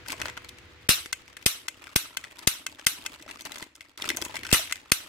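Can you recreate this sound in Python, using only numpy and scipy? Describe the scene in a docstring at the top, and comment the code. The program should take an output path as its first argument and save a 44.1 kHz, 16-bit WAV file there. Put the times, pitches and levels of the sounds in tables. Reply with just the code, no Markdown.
"""A small hard room, with a plastic toy pistol held close to a stereo microphone. The trigger is pulled
seven times: a spring hammer snaps (noise bursts, ringing body modes, a low puff of pressure) and after
six of the snaps the trigger clicks back. A thin plastic sheet in the hand crinkles between, built from
popping creases. The room rings on as decaying noise, over low rumble, a faint tone and quiet air."""
import sys
import numpy as np
from scipy import signal
from scipy.fft import rfft, irfft
from scipy.io import wavfile
from scipy.ndimage import uniform_filter1d, minimum_filter1d

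SR = 44100
rng = np.random.default_rng(int(sys.argv[2]) if len(sys.argv) > 2 else 0)


def nominal_scale(level):
    """Amplitude ratio for a level in decibels (scalar or array-like)."""
    x = np.asarray(level, float) / 20
    return 10 ** x


def wav_out(sig):
    """Save sig, one row per channel (or a flat mono array), as 16-bit PCM at SR to the path in sys.argv[1]."""
    wavfile.write(sys.argv[1], SR, np.round(np.clip(np.atleast_2d(sig).T, -1, 1) * 32767).astype(np.int16))


N = 224403  # length in samples

# Low rumble of the place. Each row: frequency in Hz, relative level in dB per Hz.
RUMBLE_SPECTRUM = [(25, -34), (70, -3.5), (110, -7), (190, -25), (350, -12), (800, -47.5)]
# Quiet air of the room. Each row: frequency in Hz, relative level in dB per Hz.
HUSH_SPECTRUM = [(150, -7.5), (800, -10), (2100, -3.5), (3500, -9.5), (7000, -22), (14000, -53)]
# Likeness of the background at the two microphones. 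Each row: frequency in Hz, likeness from 0 to 1.
LIKENESS = [(60, 1), (600, 0.47), (4000, 0.036)]
# Dying away of the room. Each row: frequency in Hz, t60 in s.
ROOM_T60 = [(200, 0.057), (700, 0.27), (2000, 0.36), (5000, 0.32), (10000, 0.27)]
# Course of the hand noise. Each row: time in seconds, sheet handling in dB (before the offsets in
# rustle and rubs), low rumble in dB.
HANDLING = [(0, -68, -51), (.12, -32.5, -60.5), (0.176, -50, -52.5), (0.259, -36, -49), (.35, -61, -54.5),
            (.6, -60, -56), (1.2, -58.5, -60.5), (1.9, -50, -66), (2.899, -48, -66.5), (3.3, -43, -64),
            (3.603, -41.5, -76), (3.678, -58.5, -74.5), (3.953, -55.5, -73), (4.028, -36, -61),
            (4.47, -45.5, -54), (4.8, -52.5, -65), (5.09, -46.5, -71)]
# Colour of the plastic sheet. Each row: frequency in Hz, relative level in dB per Hz.
SHEET_SPECTRUM = [(200, -30), (334, -20.5), (1140, -32), (1980, -11.5), (3560, -9.5), (6280, -1.5),
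                  (11100, 3.5), (16000, 4.5)]
# The clearest creases of the sheet popping. Each row: start in seconds, peak in dB, facet pitch in Hz.
CREASES = [(0.0614, -37, 1520), (0.084, -28.5, 4580), (0.103, -25.5, 2760), (0.1208, -25, 4720),
           (0.1286, -27, 1050), (0.2009, -27.5, 1330), (0.2158, -20, 2030), (0.2559, -26, 1520),
           (0.283, -29, 1380), (0.298, -34.5, 2140), (0.3743, -29, 1450), (0.446, -37, 2200),
           (0.4906, -35.5, 3960), (0.585, -42, 2700), (1.059, -30.5, 2100), (1.279, -42.5, 2430),
           (1.329, -43.5, 2130), (1.3679, -33, 1900), (1.4123, -51, 1530), (1.4263, -40.5, 2780),
           (1.8405, -37.5, 2770), (1.87, -33.5, 1580), (2.241, -31, 2020), (2.3909, -34, 4570),
           (2.795, -34.5, 1680), (3.224, -38.5, 4160), (3.263, -42, 810), (3.29, -33.5, 1610),
           (3.311, -33, 2700), (3.393, -40, 2240), (3.4085, -32.5, 4760), (3.452, -31, 5700),
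           (3.5192, -30.5, 3950), (3.5578, -31, 2120), (3.584, -36.5, 6560), (3.626, -28.5, 2080),
           (3.754, -40, 5300), (3.808, -35.5, 2180), (3.9764, -34, 3500), (4.0212, -23.5, 3720),
           (4.042, -27, 1370), (4.058, -27.5, 2720), (4.0899, -17.5, 3660), (4.1023, -17, 2080),
           (4.17, -22, 6730), (4.2223, -22.5, 3380), (4.25, -26, 7900), (4.343, -29, 910),
           (4.356, -26.5, 2840), (4.366, -26, 2270), (4.433, -30, 2150), (4.451, -28.5, 1550),
           (4.4667, -28, 3000), (4.4905, -30.5, 1590), (4.506, -32.5, 5500), (4.514, -22.5, 2700),
           (4.654, -37, 3170), (4.673, -38, 2980), (4.6964, -34, 2000), (4.711, -29, 2350),
           (4.757, -32, 2370)]
# Fingers knock the hollow grip. Each row: start in seconds, peak in dB, centre in Hz.
KNOCKS = [(3.621, -38, 300), (4.019, -39.5, 300), (4.079, -37, 380), (4.105, -31.5, 336), (4.186, -37, 725),
          (4.219, -30.5, 320), (4.592, -33, 630)]
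# Loose parts rattle on after two snaps. Each row: start in seconds, peak in dB, t60 in s, centre in Hz,
# then three ringing pitches in Hz.
RATTLES = [(0.899, -16.5, 0.12, 4770, 5290, 4150, 2820), (4.537, -20, 0.12, 2210, 1320, 2045, 2980)]
# Modes of the hollow pistol body. Each row: frequency in Hz, mean relative level in dB, t60 in s.
BODY_MODES = [(1550, 2.5, 0.033), (2075, 4, 0.035), (2610, 1, 0.045), (3108, -5.5, 0.059), (3420, 0, 0.027),
              (4280, -1.5, 0.025), (5330, 2.5, .018), (5970, -2.5, .016)]
# The trigger springs back. Each row: start in seconds, peak in dB.
RETURNS = [(1.128, -17), (1.6827, -20), (2.17, -19.5), (2.665, -20), (3.062, -20.5), (4.7235, -16.5)]
# Colour of the trigger click. Each row: frequency in Hz, relative level in dB per Hz.
RETURN_CRACK = [(1000, -26), (2700, -4), (4800, -11), (6800, -6), (16000, -22)]
# Hammer snaps. Each row: start in seconds, peak in dB, low puff in dB relative to the peak,
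# left-right difference of the puff in dB (before the pistol's own pan), rattle t60 in s,
# drive of the room in dB relative to the peak.
SNAPS = [(0.8904, -6, -8, 12.5, 0.012, -2), (1.4609, -8, -6.5, -0.5, 0.032, -6),
         (1.9594, -8, -6.5, 5, 0.027, -9), (2.473, -8, -9.5, 14, 0.031, -8),
         (2.8666, -7, -19.5, 8, 0.026, -10), (4.5279, -5.5, -3, 5.5, 0.006, -2),
         (4.9186, -4, -16.5, -21, 0.011, -13.5)]
# Colour of the hammer snap. Each row: frequency in Hz, relative level in dB per Hz.
SNAP_CRACK = [(290, -17.5), (1020, -12), (2230, -5), (3920, -2), (7100, -6.5), (9630, -4.5), (14000, -9),
              (16000, -25.5)]

PISTOL_PAN_DB = 3  # the pistol sits a little towards the left microphone


def read(points, hz):
    """A table read over log frequency."""
    table = np.transpose(points)
    return np.interp(np.log(hz + 1), np.log(table[0] + 1), table[1])


def amp_of(points, hz):
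    """Gain of a dB spectrum."""
    return nominal_scale(read(points, hz))


def evened(x):
    """Scales to rms 1."""
    return x / np.sqrt(np.mean(x ** 2) + 1e-20)


def peaked(x):
    """Scales the smoothed peak envelope near 1, whatever the draw."""
    return x / np.sqrt(2 * uniform_filter1d((x ** 2).mean(0), 60).max())


def coloured(x, gain_at):
    """Filters the last axis by a gain over frequency."""
    hz = np.fft.rfftfreq(x.shape[-1], 1 / SR)
    return irfft(rfft(x) * gain_at(hz), x.shape[-1])


def left_right(pan_db):
    """Level in dB at each microphone for a left-right difference in dB."""
    return np.array([[pan_db], [-pan_db]]) / 2


def add(mix, s, sound, pan_db=0):
    """Lays a two-channel sound into the mix, starting at s seconds."""
    part = mix[:, max(round(s * SR), 0):][:, :sound.shape[1]]
    part += sound[:, :part.shape[1]] * nominal_scale(left_right(pan_db))


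def burst(t60, rise, likeness, size=4096):
    """Noise with a short rise and an exponential fall, partly unrelated in the two microphones."""
    t = np.arange(size) / SR
    a, b = rng.standard_normal((2, size))
    likeness = np.clip(likeness, 0, 1)
    noise = np.array([a, likeness * a + np.sqrt(1 - likeness ** 2) * b])
    return noise * (1 - np.exp(-t / rise)) * nominal_scale(-60 * t / t60)


def background(spectrum):
    """Steady noise, more alike in both microphones at low pitch."""
    a, b = rfft(rng.standard_normal((2, N)))
    hz = np.fft.rfftfreq(N, 1 / SR)
    same = np.clip(read(LIKENESS, hz), 0, 1)
    pair = np.array([a, same * a + np.sqrt(1 - same ** 2) * b])
    return evened(irfft(pair * amp_of(spectrum, hz), N))


def rumble(level_db):
    """Low noise of moving level, with a faint steady-pitched tone under it."""
    tone = np.sin(2 * np.pi * 493 * np.arange(N) / SR)
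    return nominal_scale(level_db) * (background(RUMBLE_SPECTRUM) + nominal_scale(-7) * tone)


def hush(rumble_db):
    """Quiet room air that swells a little with the rumble."""
    level_db = -59.5 + 0.75 * (rumble_db - rumble_db.mean())
    return nominal_scale(level_db) * background(HUSH_SPECTRUM)


def room(x, patchy_db=4):
    """A patchy diffuse tail of noise, dying at its own rate in each band."""
    hz, t, z = signal.stft(rng.standard_normal((2, SR // 2)), SR, nperseg=256)
    patches = uniform_filter1d(rng.standard_normal(z.shape[1:]), size=3, axis=0)
    patches = uniform_filter1d(patches, size=9, axis=1)
    fall_db = -60 * t / read(ROOM_T60, hz)[:, None]
    z = z * nominal_scale(fall_db + patchy_db * evened(patches))
    tail = signal.istft(z, SR, nperseg=256)[1]
    late = np.arange(tail.shape[1]) / SR
    tail = tail * np.clip(late / 0.0011, 0, 1)  # fades in over 1.1 ms
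    tail = tail / np.linalg.norm(tail[0])
    return signal.fftconvolve(x, tail, axes=1)[:, :N]


def pop(centre_hz, t60, ring_db, size=2048):
    """One buckling crease: a wide tick and a short ring of the facet it bounds."""
    t = np.arange(size) / SR
    drawn_t60 = t60 * np.exp(0.3 * rng.standard_normal())
    tick = burst(drawn_t60, rise=0.0003, likeness=0.37, size=size)
    facet = np.sin(2 * np.pi * centre_hz * t) * nominal_scale(-60 * t * centre_hz / 22)  # about twenty cycles to silence
    rung = signal.fftconvolve(tick, facet[None], axes=1)[:, :size]

    def tick_gain(hz):
        """Strongest around the facet pitch, duller for large low facets."""
        hump_db = 20.0 * np.exp(-(np.log((hz + 1) / centre_hz) / 0.69) ** 2)
        dulling = np.hypot(1, (hz / (3.1 * centre_hz)) ** 3)
        return amp_of(SHEET_SPECTRUM, hz) * nominal_scale(hump_db) / dulling

    wide = coloured(tick, tick_gain)
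    return peaked(peaked(wide) + nominal_scale(ring_db) * peaked(rung))


def rustle(level_db):
    """Many small creases in clumps; each of eighteen templates has its own pitch."""
    out = np.zeros((2, N))
    clumps = np.exp(0.9 * evened(uniform_filter1d(rng.standard_normal(N), 700)))
    for centre_hz in np.geomspace(900, 5000, num=18):
        struck = rng.random(N) < 30 * clumps / SR
        strength = nominal_scale(6.7 * np.minimum(rng.exponential(1, N), 3))
        train = struck * strength * rng.choice([-1, 1], N)
        template = pop(centre_hz, .005, ring_db=-1, size=1024)
        out += signal.oaconvolve(train[None], template, axes=1)[:, :N]
    return evened(out) * nominal_scale(level_db - 4.0)


def creases():
    """Each crease pops, with small slips around it; the pistol in the same hand rings along."""
    out = np.zeros((2, N))
    for s, peak_db, centre_hz in CREASES:
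        add(out, s, nominal_scale(peak_db) * pop(centre_hz, 0.0089, -4.0), pan_db=8.0)
        drive = burst(0.006, rise=0.00072, likeness=0.38, size=2048)
        add(out, s, nominal_scale(peak_db - 7.5) * ring(drive))
        for later, louder, shift in rng.standard_normal((4, 3)):
            slip = pop(centre_hz * np.exp(0.28 * shift), 0.009, -5)
            add(out, s + .002 + .005 * later, nominal_scale(peak_db - 9 + 3.0 * louder) * slip)
    return out


def knock(centre_hz):
    """One soft low knock on the grip: noise through a single broad resonance."""
    thud = burst(0.02, rise=0.0032, likeness=0.96, size=2048)
    return peaked(coloured(thud, lambda hz: 1 / (1 + ((hz - centre_hz) / (0.21 * centre_hz)) ** 2)))


def rubs(level_db):
    """Skin and sheet slide on the hollow grip: many faint knocks and a few clear ones."""
    out = np.zeros((2, N))
    for centre_hz in (280, 370, 600):
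        struck = rng.random(N) < 45 / SR  # about 45 a second
        train = struck * nominal_scale(3.5 * np.minimum(rng.exponential(1, N), 3))
        out += signal.oaconvolve(train[None], knock(centre_hz), axes=1)[:, :N]
    out = evened(out) * nominal_scale(level_db - 15.0)
    for s, peak_db, centre_hz in KNOCKS:
        add(out, s, nominal_scale(peak_db) * knock(centre_hz), PISTOL_PAN_DB)
    return out


def rattles():
    """Dense uneven knocking of loose parts, strongest around one pitch, with three parts ringing."""
    out = np.zeros((2, N))
    t = np.arange(2048) / SR
    for s, peak_db, t60, centre_hz, *rings_hz in RATTLES:
        uneven = np.exp(0.5 * evened(uniform_filter1d(rng.standard_normal(8192), size=60)))
        knocks = burst(t60, rise=0.004, likeness=0.96, size=8192) * uneven
        for hz in rings_hz:
            mode = nominal_scale(-60 * t / 0.019) * np.sin(2 * np.pi * hz * t)
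            rung = peaked(signal.fftconvolve(knocks, mode[None], axes=1))
            add(out, s, nominal_scale(peak_db - 3.5) * rung, PISTOL_PAN_DB)
        hump = coloured(knocks, lambda hz: np.exp(-(np.log((hz + 1) / centre_hz) / 0.5) ** 2))
        add(out, s, nominal_scale(peak_db) * peaked(hump), PISTOL_PAN_DB)
    return out


def ring(drive):
    """The pistol body rung by a drive; each blow lands elsewhere and weighs the modes anew."""
    t = np.arange(drive.shape[1]) / SR
    spread_db = 1.5 * rng.standard_normal(len(BODY_MODES))
    body = np.zeros(len(t))
    for (hz, db, t60), more_db in zip(BODY_MODES, spread_db):
        body += nominal_scale(db + more_db - 60 * t / t60) * np.sin(2 * np.pi * hz * t)
    rung = signal.fftconvolve(drive, body[None], axes=1)[:, :len(t)]
    return peaked(coloured(rung, lambda hz: 1 - 1 / (1 + (hz / 850) ** 4)))  # too small to radiate bass


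def pressure_puff(t, thump_hz):
    """Air moved by the blow: suction with a slow swing back, and a short push from the grip."""
    u = np.maximum(t - .0008, 0) * thump_hz * 2 * np.pi
    suction = -np.e * u * (1 - u / 2) * np.exp(-u)
    push = 0.72 * np.sin(2 * np.pi * 400 * t) * nominal_scale(-60 * t / 0.0049)  # air in the grip pushes first
    return suction + push


def hits(rows, pan_db, crack, body_db, body_in_room_db, thump_hz, lead_db):
    """Plastic parts rattle for some ms: wide crack, ringing body, puff. Returns direct sound and room feed."""
    near, feed = np.zeros((2, N)), np.zeros((2, N))
    t = np.arange(4096) / SR
    for s, peak_db, thump_db, puff_pan_db, t60, room_db in rows:
        rattle = burst(t60, rise=0.00075, likeness=0.014)
        rattle = peaked(coloured(rattle, lambda hz: amp_of(crack, hz)))
        impulse = np.ones((2, 1)) * (t == t[88])
        blow = peaked(coloured(impulse, lambda hz: amp_of(crack, hz)))  # the first impact fills the room
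        clean_knock = 5 * (t == t[20])  # leads the drive
        rung = ring(burst(t60 / 3, rise=0.0001, likeness=0.83) + clean_knock)
        puff = nominal_scale(thump_db + left_right(puff_pan_db)) * pressure_puff(t, thump_hz)
        direct = peaked(rattle + nominal_scale(body_db) * rung) + puff
        add(near, s, nominal_scale(peak_db) * direct, pan_db)
        # a fainter copy of the same noise leads each hit by 2.8 ms
        add(near, s - .0028, nominal_scale(peak_db + lead_db) * rattle, pan_db)
        add(feed, s, nominal_scale(peak_db + room_db) * (2 * blow + nominal_scale(body_in_room_db) * rung))
    return near, feed


def trigger_returns():
    """The trigger springs back: a light click with hardly any thump."""
    light = [(s, peak_db, -40, 0, 0.019, -19.5) for s, peak_db in RETURNS]  # remaining columns as in SNAPS
    return hits(light, PISTOL_PAN_DB, RETURN_CRACK, body_db=-2, body_in_room_db=-13,
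                thump_hz=300, lead_db=-22)


def hammer_snaps():
    """The spring hammer strikes: a bright crack, the body and a low puff."""
    return hits(SNAPS, PISTOL_PAN_DB, SNAP_CRACK, body_db=-10, body_in_room_db=-15.5,
                thump_hz=120, lead_db=-15)


def scene():
    """Background, room, sheet and pistol together at the microphones."""
    s, sheet_db, rumble_db = np.transpose(HANDLING)
    t = np.arange(N) / SR
    sheet_db, rumble_db = np.interp(t, s, sheet_db), np.interp(t, s, rumble_db)
    snaps, snap_feed = hammer_snaps()
    returns, return_feed = trigger_returns()
    sheet = creases() + rustle(sheet_db) + rubs(sheet_db)
    wet = room(snap_feed) + room(return_feed + nominal_scale(-12) * sheet)
    return snaps + rattles() + returns + sheet + wet + rumble(rumble_db) + hush(rumble_db)


def top_cut(x):
    """Nothing passes above the cut-off."""
    return signal.sosfilt(signal.butter(12, 16650, fs=SR, output="sos"), x)


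def record(dry):
    """One hears a brief drop in level before sudden hits; then a band limit and a hard ceiling."""
    slope_power = (np.gradient(dry, axis=1) ** 2).mean(0)  # weighted to the treble
    power_db = 10 * np.log10(abs(uniform_filter1d(slope_power, size=88)) + 1e-12)
    coming_db = -minimum_filter1d(-power_db, size=441, origin=-220)  # loudest of the next 10 ms
    drop_db = 0.78 * np.maximum(coming_db - power_db - 22.0, 0)
    with_drops = dry * nominal_scale(-uniform_filter1d(drop_db, size=44))
    limited = coloured(with_drops, lambda hz: 1 / np.hypot(1, (hz / 15900) ** 40))
    return top_cut(np.clip(limited, -1, 1))


dry = scene()
out = record(dry)
wav_out(out)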